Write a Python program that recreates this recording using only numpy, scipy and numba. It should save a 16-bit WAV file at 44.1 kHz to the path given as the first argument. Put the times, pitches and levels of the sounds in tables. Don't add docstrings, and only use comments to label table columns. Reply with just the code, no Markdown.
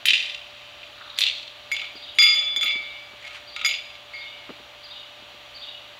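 import sys
import numpy as np
from scipy import signal
from scipy.fft import rfft, irfft
from scipy.io import wavfile
from scipy.ndimage import uniform_filter1d
from numba import njit

SR = 44100
rng = np.random.default_rng(int(sys.argv[2]) if len(sys.argv) > 2 else 0)


def store_wav(level_fs):
    pcm = np.round(np.clip(np.atleast_2d(level_fs), -1, 1) * 32767)
    wavfile.write(sys.argv[1], SR, pcm.T.astype(np.int16))


N = 264159
T = np.arange(N) / SR

# (time [s], relative blow level [dB], centre [Hz], width [Hz],
#   brightness [dB], ring level [dB], yard level [dB])
CLANK_BLOWS = [(0.0551, -3.5, 2590, 1440, -10.5, -37.5, 2.5), (1.177, -34, 2700, 2500, 4, -53, 1),
               (1.1865, -8, 3530, 1510, -8, -43, -3.5), (1.2063, -13.5, 5470, 2500, -5.5, -49, -16)]
# (frequency [Hz], gain [dB])
CONTACT_SPECTRUM = [(200, -28.5), (900, -18.5), (1600, -6), (2500, 3.5), (4000, 2.5), (5500, -6),
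                    (7500, -7.5), (9500, -17), (13000, -32), (16000, -34)]
# (time [s], ring level [dB], favoured frequency [Hz],
#   tilt [dB/octave], ring length [share of t60], relative contact level [dB])
CLINK_EVENTS = [(1.7160, -32.5, 2180, 4.5, .4, -10), (1.7650, -38.5, 3400, -5, 0.13, -12),
                (1.8179, -46, 3400, -19, 0.19, -21.5), (2.1480, -57, 9300, 4.5, 2, -35),
                (2.1862, -20.5, 3450, -8, 0.89, 2.5), (2.1880, -21.5, 4700, 1, 1.14, -17),
                (2.2225, -24.5, 2120, 6.5, 0.75, -14), (2.3450, -30.5, 3620, 0, 0.75, -36),
                (2.5622, -29, 3440, 2, 0.25, -29.5), (2.6110, -31.5, 3420, 1.5, 0.64, -17),
                (2.6290, -33.5, 1300, -3, 0.47, -5), (2.6570, -40, 2500, -5.5, 1.52, -34),
                (3.2420, -46, 1760, -8, 0.38, -34), (3.2770, -52.5, 1540, -10.5, 0.97, -22),
                (3.5625, -36.5, 1450, -6, 0.26, -11.5), (3.6125, -37.5, 1430, -8.5, 0.17, -16.5),
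                (3.6477, -18.5, 5600, -3.5, 0.2, -16.5), (3.6600, -30.5, 2450, 7.5, 0.52, -3),
                (4.1360, -48.5, 1950, -7.5, 1.65, -30)]
# (frequency [Hz], relative level [dB], t60 at ring length 1 [s])
SHOE_MODES = [(1254, -19.5, .9), (1406, -23, .7), (1902, -20, .55), (2169, 0, .55), (2266, -13, .45),
              (2300, -3, .75), (3235, -22, .45), (3290, -19, .45), (3441, -15, .45), (3459, 0, .55),
              (4825, -12, .35), (4852, -3, .42), (5017, -17, .45), (5798, -30, .3), (6733, -14, .4),
              (6757, -14, .45), (6952, -17, .4), (7041, -19, .35), (8785, -29, .35), (9052, -22, .35),
              (9625, -32, .3), (11300, -28, .3), (11700, -22, .28), (14030, -34, .28)]
# (delay [s], relative level [dB])
YARD_ECHOES = [(.0286, 5.5), (.0375, 0), (.0775, 3.5), (.0868, -1), (.1050, -31), (.1235, -8.5),
               (.2410, -14.5), (.2900, -13.5), (.775, -18.5)]
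# (frequency [Hz], gain [dB])
YARD_SPECTRUM = [(200, -13), (1600, -12), (2700, -1), (4000, -2), (5500, -7), (8000, -15.5), (12000, -16.5),
                 (16000, -12)]
# (middle [s], half length [s], level [dB rms at the middle], centre [Hz], width [Hz])
SCUFFS_AND_WASH = [(1.101, 0.15, -44.5, 3740, 500), (1.113, 0.18, -50, 1330, 450),
                   (1.28, .035, -27.5, 2820, 347), (2.33, 0.11, -31.5, 2870, 800),
                   (2.65, 0.025, -47, 12200, 4870), (3.311, 0.094, -42.5, 2320, 1390)]
# (time [s], level [dB peak])
FOOTFALLS = [(.126, -37.5), (1.953, -37), (2.569, -42), (2.637, -41.5), (2.754, -36.5), (2.8, -44),
             (3.131, -44.5), (4.492, -29), (4.502, -32.5), (4.593, -42.5), (5.222, -44), (5.34, -43)]
# (time [s], relative level [dB])
CHIRP_TIMES = [(1.151, -39), (1.944, -38.5), (2.747, -42), (3.463, -39), (4.126, -39.5), (4.824, -38.5),
               (5.537, -36.5)]
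# (delay [s], length [s], first [Hz], middle [Hz], last [Hz], relative level [dB])
CHIRP_NOTES = [(.004, 0.049, 3950, 4686, 2764, -5), (0.075, 0.043, 3060, 3758, 2895, -1.5),
               (0.131, .03, 2850, 2950, 2750, -4.5)]
# (frequency [Hz], mean level [dB rms])
HUM_TONES = [(120, -67.5), (589, -57), (1191, -63)]
# (frequency [Hz], relative density [dB])
AIR_SPECTRUM = [(20, -40), (58, -9.5), (95, -17), (160, -27.5), (250, -16), (430, -18.5), (680, -9.5),
                (950, -12.5), (1900, -13.5), (2900, -7), (3900, -11.5), (5400, -23.5), (8700, -36.5),
                (15500, -37)]
# (frequency [Hz], gain [dB])
MIC_RIPPLE = [(4200, 0.5), (4700, 1), (5350, -5.5), (5850, 4), (6300, -4.5), (6900, 6), (7300, -3.5),
              (7800, 2), (8500, -2.5), (10000, 0)]

SIZZLE_GAIN_DB, SIZZLE_DECAY_S, SIZZLE_HZ = 6, 0.025, 10100
TICK_HZ, TICK_WIDTH_HZ, TICK_DECAY_S = 2420, 940, 0.0051
FAVOUR_DB, FAVOUR_OCTAVES = 14.5, 0.3
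GRIP_CENTS = 2.32
WANDER_DB, WANDER_CENTS = 3, 4.5
SMEAR_S, SMEAR_DOUBLES_S = 0.0016, 0.45
WALL_DELAY_S, WALL_BOUNCE_DB = 0.049, -9
TAIL_BUILD_S, TAIL_T60_S = 0.038, 0.61
TREES_DB, TREES_HOLD_S, TREES_T60_S = -39, 0.82, 0.31
STEP_HZ, STEP_DECAY_S = 297, 0.012
AIR_DB, LEAVES_DB = -46, -56.5
LEAVES_HZ, LEAVES_WIDTH_HZ = 3300, 700
THRESHOLD_DB, RELEASE_S = -12.5, 0.14
TOP_HZ = 15700


def undb(db):
    return 10 ** (np.asarray(db) / 20)


def unit(x):
    return x / np.sqrt(np.mean(x ** 2))


def add(out, start_s, x):
    i = max(int(start_s * SR), 0)
    out[i:i + len(x)] += x[:N - i]


def colour(x, points):
    size = 4096
    hz, db = np.transpose(points)
    log_hz = np.log(np.fft.rfftfreq(size, 1 / SR) + 1)
    gain = undb(np.interp(log_hz, np.log(hz), db))
    cepstrum = irfft(np.log(gain))
    cepstrum[1:size // 2] *= 2
    cepstrum[size // 2 + 1:] = 0
    response = irfft(np.exp(rfft(cepstrum)))
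    return signal.fftconvolve(x, response)[:len(x)]


def resonate(x, hz, width_hz):
    return signal.lfilter(*signal.iirpeak(hz, hz / width_hz, fs=SR), x)


def resonate_twice(x, hz, width_hz):
    return resonate(resonate(x, hz, width_hz), hz, 2 * width_hz)


def lowpass(x, order, hz):
    return signal.sosfilt(signal.butter(order, hz, fs=SR, output="sos"), x)


def burst(decay_s):
    t = T[:SR // 10]
    fade = np.exp(-t / decay_s) * (1 - np.exp(-t / 0.00054))
    spectrum = rfft(rng.standard_normal(len(t)) * fade)
    x = irfft(spectrum / abs(spectrum)) * np.sqrt(fade)
    return x / np.linalg.norm(x)


def walk(rate_hz):
    knots = rng.standard_normal(int(rate_hz * N / SR) + 2)
    return np.interp(T * rate_hz, np.arange(len(knots)), knots)


def clanks():
    out = np.zeros(N)
    for start_s, db, hz, width_hz, bright_db, ring_db, yard_db in CLANK_BLOWS:
        blow = np.zeros(N)
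        crack = colour(burst(0.0019), CONTACT_SPECTRUM)
        buzz = colour(burst(0.0068), CONTACT_SPECTRUM)
        body = resonate_twice(crack + undb(-9.5) * buzz, hz, width_hz)
        bright = undb(bright_db) * (crack + undb(7) * buzz)
        add(blow, start_s, undb(db + 16.5) * (body + bright))
        add(blow, start_s, ring(ring_db + strike(favoured_hz=9560, tilt_db=5), length=0.1))
        sizzle = resonate(resonate(burst(SIZZLE_DECAY_S), SIZZLE_HZ, 7100), SIZZLE_HZ, 9000)
        add(out, start_s, undb(db + SIZZLE_GAIN_DB) * sizzle)
        out += blow + undb(yard_db) * yard(blow, wall_db=8.5, echo_db=1.5, tail_db=-18.0)
    return out


def clinks():
    ticks, rings = np.zeros(N), np.zeros(N)
    for start_s, ring_db, favoured_hz, tilt_db, length, contact_db in CLINK_EVENTS:
        contact = colour(burst(TICK_DECAY_S), CONTACT_SPECTRUM)
        tick = resonate(contact, TICK_HZ, TICK_WIDTH_HZ) + undb(-9.5) * contact
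        add(ticks, start_s, undb(contact_db + 13.5) * tick)
        add(rings, start_s, ring(ring_db + strike(favoured_hz, tilt_db), length))
    tick_echo = yard(ticks, wall_db=0, echo_db=-5.5, tail_db=-26.5)
    ring_echo = yard(rings, wall_db=-7.5, echo_db=-13, tail_db=-37)
    return ticks + rings + tick_echo + ring_echo


def strike(favoured_hz, tilt_db):
    hz = np.array(SHOE_MODES)[:, 0]
    distance = np.log2(hz / favoured_hz) / FAVOUR_OCTAVES
    return tilt_db * np.log2(hz / 3000) + FAVOUR_DB * np.exp(-distance ** 2)


def ring(weights_db, length):
    t = T[:SR * 3 // 4]
    coarse_s = t[::700]
    onset = np.minimum(coarse_s / 0.04, 1)
    x = np.zeros(len(t))
    for k, (hz, db, t60_s) in enumerate(SHOE_MODES):
        level_wander, pitch_wander = rng.standard_normal((2, len(coarse_s))) * onset
        decay = np.exp(-np.log(1000) * coarse_s / (t60_s * length))
        fade = undb(db + weights_db[k] + WANDER_DB * level_wander) * decay
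        cents = GRIP_CENTS * (1 / length - 1) + WANDER_CENTS * pitch_wander
        pitch_hz = np.interp(t, coarse_s, hz * 2 ** (cents / 1200))
        tone = np.sin(2 * np.pi * np.cumsum(pitch_hz) / SR)
        x += (-1) ** k * np.interp(t, coarse_s, fade) * tone
    return signal.sosfilt(signal.butter(4, 1100, "high", fs=SR, output="sos"), x)


def yard(x, wall_db, echo_db, tail_db):
    t = T[:SR]
    patches_db = 3 * rng.standard_normal(SR // 60).repeat(60)
    response = unit(rng.standard_normal(SR) * undb(patches_db))
    hedge = (1 - np.exp(-t / TAIL_BUILD_S)) * np.exp(-np.log(1000) * t / TAIL_T60_S)
    trees_fade = np.exp(-np.log(1000) * np.maximum(t - TREES_HOLD_S, 0) / TREES_T60_S)
    response *= undb(tail_db) * np.hypot(hedge, undb(TREES_DB) * trees_fade)
    slaps = [(WALL_DELAY_S, wall_db), (2 * WALL_DELAY_S, wall_db + WALL_BOUNCE_DB)]
    echoes = [(delay_s, echo_db + db) for delay_s, db in YARD_ECHOES]
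    for delay_s, db in slaps + echoes:
        air_hz = 19000 / (1 + (delay_s / 0.33) ** 2)
        smear_s = SMEAR_S * (1 + (delay_s / SMEAR_DOUBLES_S) ** 2)
        add(response, delay_s, undb(db) * lowpass(burst(smear_s), 3, air_hz))
    return signal.fftconvolve(x, colour(response, YARD_SPECTRUM))[:N]


def bird():
    out = np.zeros(N)
    for start_s, chirp_db in CHIRP_TIMES:
        for delay_s, length_s, first_hz, middle_hz, last_hz, db in CHIRP_NOTES:
            along = np.linspace(0, 1, int(length_s * SR))
            parabola = np.polyfit([0, 0.5, 1], [first_hz, middle_hz, last_hz], 2)
            detune = 1 + 0.01 * rng.standard_normal() + 0.02 * walk(376)[:len(along)]
            pitch_hz = np.polyval(parabola, along) * detune
            swell = np.sqrt(abs(np.sin(np.pi * along)))
            note = swell * np.sin(2 * np.pi * np.cumsum(pitch_hz) / SR)
            add(out, start_s + delay_s, undb(chirp_db + db) * note)
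    return undb(2) * out + yard(out, wall_db=-4.5, echo_db=-16, tail_db=-22.5)


def scuffs_and_wash():
    out = np.zeros(N)
    for middle_s, half_s, db, hz, width_hz in SCUFFS_AND_WASH:
        uneven_noise = rng.standard_normal(N) * undb(5.4 * walk(150))
        band = unit(resonate_twice(uneven_noise, hz, width_hz))
        out += band * undb(db) * np.exp(-((T - middle_s) / half_s) ** 2)
    return out


def steps():
    out = np.zeros(N)
    for start_s, db in FOOTFALLS:
        thump = resonate(resonate(burst(STEP_DECAY_S), STEP_HZ, 270), STEP_HZ, 420)
        crisp = resonate(resonate(burst(0.0027), 1400, 800), 1050, 1000)
        step = thump + undb(-11) * crisp
        add(out, start_s, undb(db) * step / abs(step).max())
    return out


def background():
    air = unit(colour(rng.standard_normal(N), AIR_SPECTRUM)) * undb(AIR_DB + 0.5 * walk(3.3))
    rustle = resonate_twice(rng.standard_normal(N), LEAVES_HZ, LEAVES_WIDTH_HZ)
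    leaves = unit(rustle) * undb(LEAVES_DB + 2 * walk(8.1))
    hum = np.zeros(N)
    for hz, db in HUM_TONES:
        level = undb(db + 0.29 * walk(5.92)) * np.sqrt(2)
        pitch_hz = hz * (1 + 0.001 * walk(8))
        hum += level * np.sin(2 * np.pi * np.cumsum(pitch_hz) / SR)
    return air + leaves + hum


def scene():
    return (clanks() + clinks() + bird() + scuffs_and_wash() + steps() + background())[None]


@njit
def follow(x, release):
    peak, out = 0., np.empty(len(x))
    for i in range(len(x)):
        peak = max(abs(x[i]), peak * release)
        out[i] = peak
    return out


def record(dry):
    x = colour(dry[0], MIC_RIPPLE)
    smooth = uniform_filter1d(abs(x), size=180) * np.pi / 2
    peak = follow(smooth, np.exp(-1 / (RELEASE_S * SR)))
    x = x * np.minimum(1, undb(THRESHOLD_DB) / (peak + 1e-9)) ** 0.5
    x = x / (1 + (x / 0.75) ** 8) ** (1 / 8)
    return signal.sosfilt(signal.ellip(8, 0.2, 70, TOP_HZ, fs=SR, output="sos"), x)[None]


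dry = scene()
out = record(dry)
store_wav(out)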